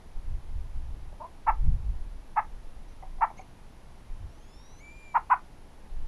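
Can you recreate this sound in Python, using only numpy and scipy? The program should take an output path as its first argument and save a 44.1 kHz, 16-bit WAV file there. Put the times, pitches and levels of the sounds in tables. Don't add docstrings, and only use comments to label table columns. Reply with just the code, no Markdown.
import sys
import numpy as np
from scipy import signal
from scipy.fft import rfft, irfft, next_fast_len
from scipy.io import wavfile
from scipy.ndimage import uniform_filter1d

SR = 44100
rng = np.random.default_rng(int(sys.argv[2]) if len(sys.argv) > 2 else 0)


def waveform_to_disk(signal):
    frames = np.transpose(np.atleast_2d(signal))
    scaled = np.clip(frames, -1, 1) * 32767
    samples = np.round(scaled).astype(np.int16)
    wavfile.write(sys.argv[1], SR, samples)


N = 267775
T = np.arange(N) / SR

# f/Hz, relative density/dB
AIR_SPECTRUM = [(30, 0.5), (150, 2.5), (270, -1.5), (420, -5), (600, -7), (870, -5), (1300, -13),
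                (2200, -16.5), (4000, -21.5), (6200, -25), (7600, -29), (9400, -33), (12000, -41.5),
                (15000, -60)]
BUFFET_SPECTRUM = [(8, -6.5), (16, 7.5), (25, 6), (32, -4), (45, -8.5), (55, -12.5), (75, -36)]
FLUTTER_SPECTRUM = [(42, -5), (60, 1.5), (80, -8), (105, -11), (150, -21), (200, -37), (270, -41),
                    (400, -72)]
WHIRL_SPECTRUM = [(100, -25), (135, -0.5), (160, 1), (195, -22.5), (260, -30), (380, -60)]
# peak t/s, level/dB, 1/e fall t/s, flutter level against buffeting/dB
WIND_GUSTS = [(.165, -28, 0.031, -16), (0.308, -29, 0.07, -4), (.56, -31, 0.12, -6),
              (0.759, -29, 0.031, -9), (.89, -35.5, 0.22, -3.5), (1.51, -27, 0.059, -14),
              (1.674, -18.5, 0.084, -6), (1.87, -36, .085, 6), (2.0, -33.5, 0.2, -18.5),
              (2.62, -39.5, 0.37, -19), (3.14, -36, 0.11, -19.5), (4.13, -33.5, 0.041, -17),
              (4.215, -40.5, 0.061, 3), (5.979, -27.5, 0.084, -18.5)]
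# onset t/s, pitch f/Hz, level/dB, 60 dB decay at that pitch t/s
CLUCK_EVENTS = [(1.124, 600, -43, 0.039), (3.025, 760, -38, 0.095), (3.183, 753, -48.5, 0.12),
                (3.298, 827, -42, 0.12), (3.388, 760, -41, 0.084)]
# f/pitch, gain/dB
THROAT_MODES = [(0.802, -10), (0.998, 4.5), (1.35, -5), (2.65, -7.5)]
# delay t/s, gain/dB
REFLECTIONS = [(.0072, -39), (.024, -18.5), (.04, -28.5), (.058, -41)]
# onset t/s, length t/s, starting f/Hz, rise/starting f, source level/dB
NOTE_SYLLABLES = [(1.198, 0.041, 302.5, .19, -36), (1.23, .042, 312, 0.18, -37)]
# f/Hz, gain/dB
SHUT_RESPONSE = [(350, -33), (560, -6.5), (670, -12.5), (800, -8.5), (950, -2), (1080, -5.5), (1300, -34),
                 (1800, -45), (2500, -47)]
# apex t/s, apex f/Hz, level/dB, half length t/s, roughness (0-1),
# fall per harmonic/dB, sizzle level/dB
NASAL_CALLS = [(1.487, 455.3, -18.5, .025, 0.4, 3.5, -72), (2.381, 444, -20, 0.024, 0.3, 3, -74),
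               (3.23, 459.6, -18.5, 0.025, 0.33, 4, -70), (5.161, 479.2, -18, .022, 0.42, 4.5, -70),
               (5.3205, 509.6, -16, 0.026, 0.31, 5.5, -63)]
# f/Hz, bandwidth/Hz, gain/dB
THROAT_FORMANTS = [(942, 145, 5.5), (1350, 140, -0.5), (1643, 600, -8), (2370, 530, -12.5), (2607, 63, -9)]
# f/Hz, relative density/dB
SIZZLE_SPECTRUM = [(5000, -30.5), (8000, -16), (10300, -4), (11200, 6.5), (12300, -4.5), (13200, -29.5),
                   (15000, -37)]
# onset t/s, length t/s, starting f/Hz, rise/starting f, source level/dB
CHIRP_NOTES = [(2.876, .03, 1930, .07, -62), (2.914, .022, 1960, .05, -65), (3.366, 0.041, 2046, 0.26, -51),
               (3.405, 0.017, 2100, .08, -53)]
# f/Hz, gain/dB
BEAK_RESPONSE = [(1300, -39), (1900, -36), (2100, -8.5), (2320, 3), (2450, -7), (2900, -12), (3700, -10.5),
                 (4200, -17.5), (4700, -26), (5300, -4.5), (5800, -8), (6800, -11.5), (7250, -20),
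                 (8000, -48)]
# f/Hz, relative density/dB
HISS_SPECTRUM = [(9300, -37.5), (9600, 1.5), (10500, -4), (12100, -7), (12500, -20.5), (14500, -33.5)]
# f/Hz, level/dB
WHINE_TONES = [(5768, -90), (9590, -100), (9650, -89), (9710, -91)]


def from_db(db):
    return 10 ** (np.asarray(db) / 20)


def rms_one(x):
    return x / np.sqrt(np.mean(x ** 2) + 1e-20)


def gain_at(spectrum, hz):
    f, db = np.transpose(spectrum)
    return from_db(np.interp(np.log(hz + 1e-3), np.log(f), db, right=-120))


def noise(spectrum):
    size = next_fast_len(N)
    hz = np.arange(size // 2 + 1) * SR / size
    return rms_one(irfft(rfft(rng.standard_normal(size)) * gain_at(spectrum, hz), size)[:N])


def drift(rate_hz):
    return rms_one(signal.sosfilt(signal.butter(2, rate_hz, fs=SR, output="sos"), rng.standard_normal(N)))


def outdoor_air(db=-55.5):
    return from_db(db) * noise(AIR_SPECTRUM)


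def gust(t, fall_s, rise_share=0.89):
    return np.exp(-(t / np.where(t < 0, rise_share * fall_s, fall_s)) ** 2)


def eddies(spectrum, span_s):
    x = noise(spectrum)
    power = signal.fftconvolve(x ** 2, np.hanning(int(span_s * SR)), "same")
    return rms_one(x / np.sqrt(power + 1e-9))


def wind(flutter_lag_s=0.016, breeze_db=-48.5, breeze_flutter_db=-56):
    buffet_power, flutter_power = from_db(breeze_db) ** 2, from_db(breeze_flutter_db) ** 2
    for s, db, fall_s, flutter_db in WIND_GUSTS:
        buffet_power += (from_db(db) * gust(T - s, fall_s)) ** 2
        flutter_power += (from_db(db + flutter_db) * gust(T - s - flutter_lag_s, fall_s)) ** 2
    buffet, flutter = np.sqrt(buffet_power), np.sqrt(flutter_power)
    whirl = from_db(-44) * (flutter / from_db(-27.5)) ** 3.3
    return (buffet * eddies(BUFFET_SPECTRUM, span_s=0.27)
            + flutter * eddies(FLUTTER_SPECTRUM, span_s=0.36)
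            + whirl * eddies(WHIRL_SPECTRUM, span_s=0.059))


def clucks(grain=0.59, swell_s=0.005):
    out, uneven = np.zeros(N), drift(150)
    for s, hz, db, t60 in CLUCK_EVENTS:
        on = (T > s) & (T < s + 2 * t60)
        t = T[on] - s
        ringing = sum(from_db(mode_db - 60 * ratio * t / t60) * np.sin(2 * np.pi * ratio * hz * t)
                      for ratio, mode_db in THROAT_MODES)
        out[on] += from_db(db) * (1 - np.exp(-t / swell_s)) * ringing * (1 + grain * uneven[on])
    return out


def garden_echo(x, t60=0.16, band_hz=(1100, 3500), build_s=0.026):
    t = T[:SR // 2]
    scatter = rng.standard_normal(len(t)) * from_db(-60 * t / t60) * (1 - np.exp(-(t / build_s) ** 2))
    foliage = signal.butter(1, band_hz, "band", fs=SR, output="sos")
    response = from_db(-18) * signal.sosfilt(foliage, scatter / np.linalg.norm(scatter))
    for delay_s, db in REFLECTIONS:
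        response[round(delay_s * SR)] += from_db(db)
    return x + signal.fftconvolve(x, response)[:N]


def voice(pitch, response, harmonics):
    phase = 2 * np.pi * np.cumsum(pitch) / SR
    partials = (gain_at(response, k * pitch) * np.sin(k * phase) for k in range(1, harmonics + 1))
    return np.sqrt(2) * sum(partials)


def rising_notes(notes, response, harmonics, jitter, jitter_hz, curve=1.93):
    out, wobble = np.zeros(N), drift(jitter_hz)
    for s, length_s, hz, rise, db in notes:
        on = (T > s) & (T < s + length_s)
        along = (T[on] - s) / length_s
        pitch = hz * (1 + rise * along ** curve) * (1 + jitter * wobble[on])
        out[on] += from_db(db) * np.sin(np.pi * along) * voice(pitch, response, harmonics)
    return out


def double_note():
    return rising_notes(NOTE_SYLLABLES, SHUT_RESPONSE, harmonics=6, jitter=0.045, jitter_hz=250)


def throat(source, stretch, low_hz=650, high_hz=2800):
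    out = 0
    for k, (hz, width_hz, db) in enumerate(THROAT_FORMANTS):
        resonator = signal.iirpeak(hz * stretch, hz / width_hz, fs=SR)
        out = out + (-1) ** k * from_db(db) * signal.lfilter(*resonator, source)
    out = signal.sosfilt(signal.butter(6, low_hz, "high", fs=SR, output="sos"), out)
    return signal.sosfilt(signal.cheby1(9, 0.5, high_hz, fs=SR, output="sos"), out)


def nasal_calls(sag=0.42, edge_db=19, jitter=0.08, rasp_hz=1300, lag_s=0.0034, middling_hz=454.7):
    out, wobble, sizzle = np.zeros(N), drift(450), noise(SIZZLE_SPECTRUM)
    turbulence = signal.sosfilt(signal.butter(1, rasp_hz, fs=SR, output="sos"), rng.standard_normal(N))
    for s, top_hz, db, half_s, rough, step_db, sizzle_db in NASAL_CALLS:
        on = np.abs(T - s) < 2 * half_s
        t = T[on] - s
        bend = (np.abs(t) / half_s) ** 2.7
        arch = 1.3 * bend / (0.3 + bend)
        pitch = top_hz * np.exp(-sag * arch) * (1 + jitter * rough * wobble[on])
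        phase = 2 * np.pi * np.cumsum(pitch) / SR
        overtones = sum(from_db(-step_db * (k - 2.5)) * np.cos(k * phase) for k in range(2, 10))
        pulses = from_db(-26) * np.cos(phase) + overtones
        rasp = 2 * rough * (1 + 2 * arch) * (1 + np.cos(phase)) * turbulence[on]
        call = throat(pulses + rasp, stretch=top_hz / middling_hz)
        call /= np.sqrt(uniform_filter1d(call ** 2, size=400) + 1e-9)
        off_peak = np.abs(t - lag_s) / half_s
        push = from_db(-edge_db * off_peak ** 2) / (1 + off_peak ** 20)
        out[on] += push * (from_db(db) * call + from_db(sizzle_db) * (1 - arch / 2) * sizzle[on])
    return out


def chirps():
    return rising_notes(CHIRP_NOTES, BEAK_RESPONSE, harmonics=4, jitter=0.021, jitter_hz=600)


def whistle(start_s=4.23, break_s=4.803, top_s=4.995, end_s=5.16, start_hz=1175, top_hz=2397,
            climb_s=0.475, jump_s=0.0071, swell_s=0.26, release_s=0.07):
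    on = (T > start_s) & (T < end_s)
    t = T[on]
    age = t - start_s
    climb = top_hz - (top_hz - start_hz) * np.exp(-age / climb_s)
    arch = top_hz - 4500 * (t - top_s) ** 2
    jump = (1 + np.tanh((t - break_s) / jump_s)) / 2
    waver, scratch = 0.0036 * drift(25)[on], 0.0019 * drift(600)[on]
    pitch = (climb + jump * (arch - climb)) * (1 + waver + scratch)
    flicker_db = 1.5 * drift(35)[on]
    source_db = -53.5 - 24 * np.exp(-age / swell_s) + flicker_db
    release = np.tanh((end_s - t) / release_s)
    out = np.zeros(N)
    out[on] = from_db(source_db) * release * voice(pitch, BEAK_RESPONSE, harmonics=4)
    return out


def scene():
    caller = nasal_calls() + clucks() + double_note()
    whistler = chirps() + whistle()
    return (garden_echo(caller + whistler) + outdoor_air() + wind())[None]


def record(dry, hiss_db=-76, cutoff_hz=15000):
    whine = np.sqrt(2) * sum(from_db(db) * np.sin(2 * np.pi * hz * T) for hz, db in WHINE_TONES)
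    hiss = from_db(hiss_db) * noise(HISS_SPECTRUM)
    return signal.sosfilt(signal.cheby2(12, 70, cutoff_hz, fs=SR, output="sos"), dry + whine + hiss)


dry = scene()
out = record(dry)
waveform_to_disk(out)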